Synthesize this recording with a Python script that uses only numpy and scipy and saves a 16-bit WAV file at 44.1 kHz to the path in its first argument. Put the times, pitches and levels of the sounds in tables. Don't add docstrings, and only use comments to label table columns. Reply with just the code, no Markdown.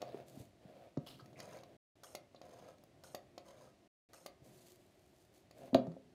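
import sys
import numpy as np
from scipy import signal
from scipy.fft import rfft, irfft, next_fast_len
from scipy.io import wavfile
from scipy.ndimage import uniform_filter1d

SR = 44100
rng = np.random.default_rng(int(sys.argv[2]) if len(sys.argv) > 2 else 0)


def to_wav(sig):
    pcm = np.clip(np.atleast_2d(sig), -1, 1) * 32767
    pcm = np.round(pcm).astype(np.int16)
    wavfile.write(sys.argv[1], SR, pcm.T)


N = 270753
TIME = np.arange(N) / SR


def amp(db):
    return 10 ** (np.asarray(db) / 20)


def rms_one(x):
    return x / np.sqrt(np.mean(x ** 2) + 1e-20)


def at_hz(points, hz, column=1):
    points = np.array(points)
    return np.interp(np.log(np.maximum(hz, 1)), np.log(points[:, 0]), points[:, column])


def cut(x, hz, kind, order=2):
    sections = signal.butter(order, np.clip(hz, 10, .45 * SR), kind, fs=SR, output="sos")
    return signal.sosfilt(sections, x)


def coloured(x, spectrum):
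    size = next_fast_len(len(x))
    gains = amp(at_hz(spectrum, np.fft.rfftfreq(size, 1 / SR)))
    return rms_one(irfft(rfft(x, size) * gains, size)[:len(x)])


def resonances(x, peaks):
    out = 0
    for k, (hz, width, db) in enumerate(peaks):
        r = np.exp(-np.pi * width / SR)
        ringing = signal.lfilter([1, 0, -1], [1, -2 * r * np.cos(2 * np.pi * hz / SR), r * r], x)
        out = out + (-1) ** k * amp(db) * (1 - r * r) * ringing
    return rms_one(out)


def decay(t, t60):
    return np.exp(-np.log(1000) * t / t60)


def ring(hz, t60):
    t = TIME[:SR // 2]
    return np.sin(2 * np.pi * hz * t) * decay(t, t60)


def add(track, s, sound):
    at = max(round(s * SR), 0)
    track[at:at + len(sound)] += sound[:N - at]


def stroke(start, end, db, attack_s, release_s, swell_db=0):
    progress = np.clip((TIME - start) / (end - start), 0, 1)
    fade_in = np.clip((TIME - start) / attack_s, 0, 1)
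    fade_out = np.exp(-np.clip((TIME - end) / release_s, 0, 20))
    return amp(db + swell_db * (progress - 1)) * fade_in * fade_out


def sputter(depth_db, rate_hz):
    return amp(depth_db * rms_one(cut(rng.standard_normal(N), rate_hz, "low")))


def grains(per_s, spread_db, air):
    sizes = amp(spread_db * np.minimum(rng.exponential(1, N), 4)) * rng.choice([-1, 1], N)
    bursts = sizes * (rng.random(N) < per_s / SR)
    return rms_one(bursts) + air * rng.standard_normal(N)


def bubble(hz, cycles, rise=0.135):
    age = np.arange(int(cycles / hz * SR) + 2) * hz / SR / cycles
    tone = np.sin(2 * np.pi * cycles * age * (1 + rise * age))
    return tone * decay(age, 1) * np.minimum(age / 0.033, 1)


def swarm(low_hz, high_hz, cycles, spread_db, count):
    out = np.zeros(N)
    for when, pitch, size in rng.random((count, 3)):
        hz = low_hz * (high_hz / low_hz) ** pitch
        add(out, when * N / SR, amp(spread_db * size ** 2) * bubble(hz, cycles))
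    return rms_one(out)


# frequency in Hz, level in dB.
ROOM_COLOUR = [(18, -50), (30, -12), (93, 1.5), (245, -5), (345, 0.5), (473, -9.5), (666, -3), (844, -15),
               (1320, -20.5), (1910, -18.5), (4190, -23), (9220, -31), (14000, -38), (16000, -42.5)]
def still_room(db=-68.5):
    return amp(db) * coloured(rng.standard_normal(N), ROOM_COLOUR)


def faint_hum(hz=366, width_hz=4):
    swell = stroke(start=4.17, end=4.8, db=-73, attack_s=0.33, release_s=0.33)
    return swell * resonances(rng.standard_normal(N), [(hz, width_hz, 0)])


# frequency in Hz, ring time in seconds, level in dB.
WALL_ECHO = [(97.7, 0.37, -11), (261, 0.65, -7.5), (590, 0.22, -6), (1250, 0.39, -5.5), (4000, 0.17, -9),
             (7950, 0.16, -12), (15000, 0.11, -14.5)]
def bathroom(x, first_echo_s=.004, build_s=0.0031):
    t, tail = TIME[:SR * 3 // 4], 0
    edges_hz = np.geomspace(50, 18000, 15)
    white = rng.standard_normal((2, len(t)))
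    build_up = np.clip((t - first_echo_s) / build_s, 0, 1)
    for k, band in enumerate(zip(edges_hz, edges_hz[1:])):
        hz = np.sqrt(band[0] * band[1])
        fade = decay(t, at_hz(WALL_ECHO, hz)) * build_up
        gain = amp(at_hz(WALL_ECHO, hz, column=2)) / np.linalg.norm(fade)
        tail = tail + gain * cut(white[k % 2], band, "band") * fade
    return signal.fftconvolve(x, tail)[:N]


# delay in seconds, level in dB.
CLOSE_ECHOES = [(.00093, -18), (.00152, -29.5), (.00242, -21.5), (.0056, -29)]
def near_surfaces(x):
    out, bright = x.copy(), cut(x, 420, "high")
    for delay_s, db in CLOSE_ECHOES:
        add(out, delay_s, amp(db) * bright)
    return out


# frequency in Hz, level in dB.
SKIN_COLOUR = [(530, -15.5), (900, 1), (1310, -9), (1720, -7), (4680, 0), (5350, -4.5), (6330, 0),
               (15100, -5), (16000, -28)]
MURMUR_COLOUR = [(300, -28), (450, 1.5), (550, 3.5), (700, 5), (850, -12), (1200, -16), (2000, -18.5),
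                 (4000, -23), (7000, -37.5)]
RUMBLE_COLOUR = [(25, -33.5), (55, -26), (130, 5), (220, -3.5), (340, -1.5), (450, -10), (800, -42)]
# start and end in seconds, then rub, murmur and rumble levels in dB.
HAND_MOVES = [(0.251, 0.413, -68, -60, -58.5), (0.595, 0.848, -87, -57, -65.5),
              (0.98, 1.345, -95, -66.5, -59.5), (1.6, 1.73, -93, -62.5, -63.5),
              (2.76, 3.107, -101, -70.5, -67), (3.156, 3.406, -107, -75, -67.5),
              (4.416, 4.491, -70, -65, -61.5), (4.516, 4.715, -68, -75, -71), (4.775, 5.247, -80, -86, -87),
              (5.319, 5.364, -74.5, -71.5, -92), (5.537, 5.665, -73, -55, -59.5)]
def hands():
    sliding = flexing = shifting = 0
    for start, end, rub_db, murmur_db, rumble_db in HAND_MOVES:
        move = stroke(start, end, db=0, attack_s=.035, release_s=0.043, swell_db=4.5)
        sliding += amp(rub_db) * move
        flexing += amp(murmur_db) * move
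        shifting += amp(rumble_db) * move
    pushing = sum(press(start, end, db) for start, end, _, db in PUMP_PRESSES)
    skin = coloured(grains(per_s=690, spread_db=11, air=1.9), SKIN_COLOUR)
    rub = skin * sliding * sputter(depth_db=2, rate_hz=45)
    murmur = coloured(grains(per_s=340, spread_db=2.5, air=0.91), MURMUR_COLOUR) * (flexing + pushing)
    rumble = coloured(rng.standard_normal(N), RUMBLE_COLOUR) * (shifting + amp(-6) * pushing)
    return amp(-0.5) * rub + amp(-3.5) * murmur + amp(-2) * rumble


# start in seconds, level in dB, pitch in Hz, ring time in seconds.
SOFT_BUMPS = [(0.1447, -29.5, 395, 0.021), (.373, -39, 235, 0.025), (0.4, -38.5, 118, 0.033),
              (0.652, -46, 180, 0.06), (.974, -22, 268, 0.02), (.979, -31, 151, 0.079),
              (4.418, -49.5, 126, 0.068), (4.493, -54.5, 197, 0.045), (5.731, -27, 250.3, 0.34),
              (5.877, -37, 166, 0.25)]
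def bumps():
    out = np.zeros(N)
    for s, db, hz, t60 in SOFT_BUMPS:
        add(out, s, amp(db) * cut(ring(hz, t60), [0.55 * hz, 5.6 * hz], "band"))
    return out


# pitch in Hz, level in dB, ring time in seconds.
COUNTER_TONES = [(127, -35, 0.46), (155, -38.5, .3), (206, -33.5, 0.26), (258.5, -19.5, 0.088),
                 (350, -28.5, 0.067), (371, -34, 0.13), (421, -45, 0.74), (533, -23.5, 0.14),
                 (561, -20.5, 0.046), (645, -22, 0.096), (662, -49, 0.15)]
RIM_TONES = [(1200, -35, 0.039), (1575, -43.5, 0.069), (1830, -36, 0.019), (2410, -35.5, 0.016),
             (2860, -34, 0.017), (3440, -32.5, 0.011), (4000, -31.5, 0.012), (5000, -47, 0.012),
             (6610, -56, 0.016), (8750, -50, 0.025)]
# start in seconds, level in dB, treble cut-off in Hz.
COUNTER_TOUCHES = [(5.639, -31, 910), (5.680, -35.5, 1110), (5.7296, -26, 1000), (5.7467, -4.5, 900),
                   (5.7497, 0.5, 900), (5.7567, -16.5, 800), (5.804, -30, 400), (5.869, -26, 905),
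                   (5.966, -32, 900)]
def bottle_set_down(landing_s=5.7452):
    out = np.zeros(N)
    counter = sum(amp(db) * ring(hz, t60) for hz, db, t60 in COUNTER_TONES)
    for s, db, contact_hz in COUNTER_TOUCHES:
        add(out, s, amp(db) * cut(counter, contact_hz, "low", order=4))
    rim = sum((-1) ** k * amp(db) * ring(hz, t60) for k, (hz, db, t60) in enumerate(RIM_TONES))
    add(out, landing_s, rim)
    return cut(out, 186, "high")


# pitch in Hz, level in dB, ring time in seconds.
BOTTLE_TONES = [(370, -6, 0.078), (585, 10, 0.031), (701, 4, 0.085), (1088, -4.5, 0.048)]
# pitch in Hz, width in Hz, level in dB.
PLASTIC_PEAKS = [(1130, 150, 1), (1890, 78, 6), (2500, 630, -2.5), (3840, 590, 2.5), (4400, 560, 3),
                 (4800, 180, 4.5), (5540, 230, -1.5), (6710, 410, -2.5), (10330, 1200, -7.5),
                 (11100, 1500, -6.5), (13900, 4100, -12)]
# start in seconds, snap level in dB,
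# treble compared with the snap in dB, bottle ring in dB.
STRAY_CLICKS = [(.0182, -42, -8.5, -45.5), (.028, -61, -7, -42), (.9725, -53.5, -38, -45.5),
                (1.0685, -68, -10, -56.5), (1.211, -63, -15, -64.5), (1.259, -58, -5, -62),
                (1.331, -64.5, -17, -62), (1.4019, -43, -7.5, -52), (1.588, -57, -12, -69),
                (1.635, -54, -4, -55.5), (2.348, -60, -26, -54), (2.416, -54, -11, -51),
                (2.783, -65, -3, -77), (2.838, -67.5, 9.5, -61.5), (3.3795, -47, -10, -47.5),
                (5.511, -55.5, -3, -61), (5.745, -32.5, -10, -49), (5.8687, -59, -10, -58),
                (5.918, -63.5, -16, -60)]
def plastic_clicks(rise_s=.0007, split_hz=7500, lead_s=.0016):
    out, t = np.zeros(N), TIME[:SR // 16]
    for s, snap_db, treble_db, ring_db in STRAY_CLICKS + return_clicks():
        buzz = resonances(rng.standard_normal(len(t)), PLASTIC_PEAKS)[::-1] * np.minimum(t / rise_s, 1)
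        snap = cut(buzz, split_hz, "low", order=4) * decay(t, t60=0.024)
        tick = cut(buzz, split_hz, "high", order=4) * decay(t, t60=0.0095)
        bottle = sum(amp(db + rng.normal(0, 1)) * ring(hz, t60) for hz, db, t60 in BOTTLE_TONES)
        add(out, s, amp(snap_db - 1) * (snap + amp(treble_db + 10) * tick))
        add(out, s - lead_s, amp(ring_db - 4) * cut(bottle, [160, 1600], "band"))
    return out


# start in seconds, level in dB, pitch in Hz, length in seconds.
WET_GURGLES = [(0.069, -57, 4400, 0.065), (1.065, -49, 3320, .027), (1.065, -58, 4450, 0.022),
               (1.194, -54.5, 1410, 0.0058), (1.197, -58, 4800, .014), (1.358, -56.5, 2450, 0.032),
               (1.392, -51, 5200, 0.022), (2.360, -57.5, 4200, 0.0064)]
def gurgles(scatter=0.1, count=6, gulp_s=.012, gulp_hz=(1380, 5430)):
    out = np.zeros(N)
    gulps = [(opens, tick_db - 3.5, hz, gulp_s)
             for opens, _, _, tick_db, *_ in SPRING_RETURNS for hz in gulp_hz]
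    for s, db, hz, length in WET_GURGLES + gulps:
        for k in range(count):
            bubble_hz = hz * np.exp(scatter * rng.uniform(-2.1, 1.1))
            add(out, s + length * k / count, amp(db) * bubble(bubble_hz, cycles=40))
    return out


# pitch in Hz, width in Hz, level in dB.
INLET_PEAKS = [(593, 190, 18), (1190, 73, -15), (3370, 1700, -30.5), (5300, 220, 8), (6470, 730, 6.5),
               (8100, 120, -12), (7960, 730, -2.5), (9380, 580, 8), (11500, 4300, -8), (13100, 680, 3)]
# when the valve opens and when the piston stops in seconds,
# then the levels of air, valve tick, stop click and bottle ring in dB.
SPRING_RETURNS = [(2.0347, 2.151, -68.5, -51, -40, -44), (3.037, 3.148, -71, -56.5, -42, -42.5),
                  (4.133, 4.2619, -71.5, -56, -41.5, -47.5)]
def air_intake():
    flow = sum(stroke(opens, stops, db, attack_s=.003, release_s=0.01, swell_db=-7)
               for opens, stops, db, *_ in SPRING_RETURNS)
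    air = resonances(grains(per_s=1200, spread_db=4.5, air=.7), INLET_PEAKS)
    wet = swarm(low_hz=2500, high_hz=14000, cycles=80, spread_db=18, count=3500)
    return flow * (amp(2.5) * air + amp(-8.5) * wet)


def return_clicks(rebound_s=.005, rebound_db=-10):
    rows = []
    for opens, stops, _, tick_db, stop_db, ring_db in SPRING_RETURNS:
        rows.append((opens, tick_db, 2.5, tick_db - 8))
        rows.append((stops, stop_db, 0.5, ring_db))
        rows.append((stops + rebound_s, stop_db + rebound_db, 0.5, ring_db + rebound_db))
    return rows


# frequency in Hz, level in dB.
CRUSHED_COLOUR = [(700, -4.5), (1500, -8), (2300, -15), (3200, -7), (4600, -9), (6500, -15), (12000, -14.5),
                  (16000, -19)]
def foam_squeeze():
    squeeze = stroke(start=1.06, end=1.082, db=-60, attack_s=0.009, release_s=0.057)
    crackle = coloured(grains(per_s=410, spread_db=3.5, air=1.0), CRUSHED_COLOUR)
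    pops = swarm(low_hz=2700, high_hz=5200, cycles=45, spread_db=12, count=3000)
    return squeeze * (amp(2) * crackle + amp(-0.5) * pops)


def press(start, end, db):
    return stroke(start, end, db, attack_s=0.01, release_s=0.0247, swell_db=2.5)


# pitch in Hz, width in Hz, level in dB.
NOZZLE_PEAKS = [(520, 64, 22), (710, 193, 13.5), (1015, 83, 15), (1640, 110, 6), (2460, 1600, -28.5),
                (3820, 171, 0.5), (5000, 290, 3), (5430, 121, -2.5), (6350, 450, 3), (9320, 510, -1),
                (12440, 2400, -10.5)]
# start and end in seconds, fizz in dB, bottle murmur in dB.
PUMP_PRESSES = [(0.0, 0.213, -79, -52.5), (1.366, 1.574, -64, -54), (2.423, 2.705, -72.5, -58),
                (3.444, 3.673, -70.5, -62.5)]
def foam_fizz():
    pushing = sum(press(start, end, db) for start, end, db, _ in PUMP_PRESSES)
    flow = pushing * sputter(depth_db=3, rate_hz=29)
    fizz = resonances(grains(per_s=1800, spread_db=6, air=0.59), NOZZLE_PEAKS)
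    pops = swarm(low_hz=950, high_hz=10000, cycles=60, spread_db=18, count=4000)
    return flow * (amp(4.5) * fizz + amp(-5.5) * pops)


def scene():
    pump = plastic_clicks() + foam_fizz() + foam_squeeze() + gurgles() + air_intake()
    close = amp(-0.5) * near_surfaces(pump) + hands()
    thuds = bumps() + bottle_set_down()
    background = still_room() + faint_hum()
    echo = bathroom(close + amp(-3) * thuds)
    return (close + thuds + echo + background)[None]


SILENT_GAPS = [(1.768, 1.955), (3.878, 4.089)]
def record(dry, bass_hz=40, top_hz=16600):
    live = 1 - sum((TIME > start) & (TIME < end) for start, end in SILENT_GAPS)
    gate = uniform_filter1d(live.astype(float), size=64)
    gated = cut(dry, bass_hz, "high", order=3) * gate
    return signal.sosfilt(signal.cheby2(14, 70, top_hz, fs=SR, output="sos"), gated)


dry = scene()
out = record(dry)
to_wav(out)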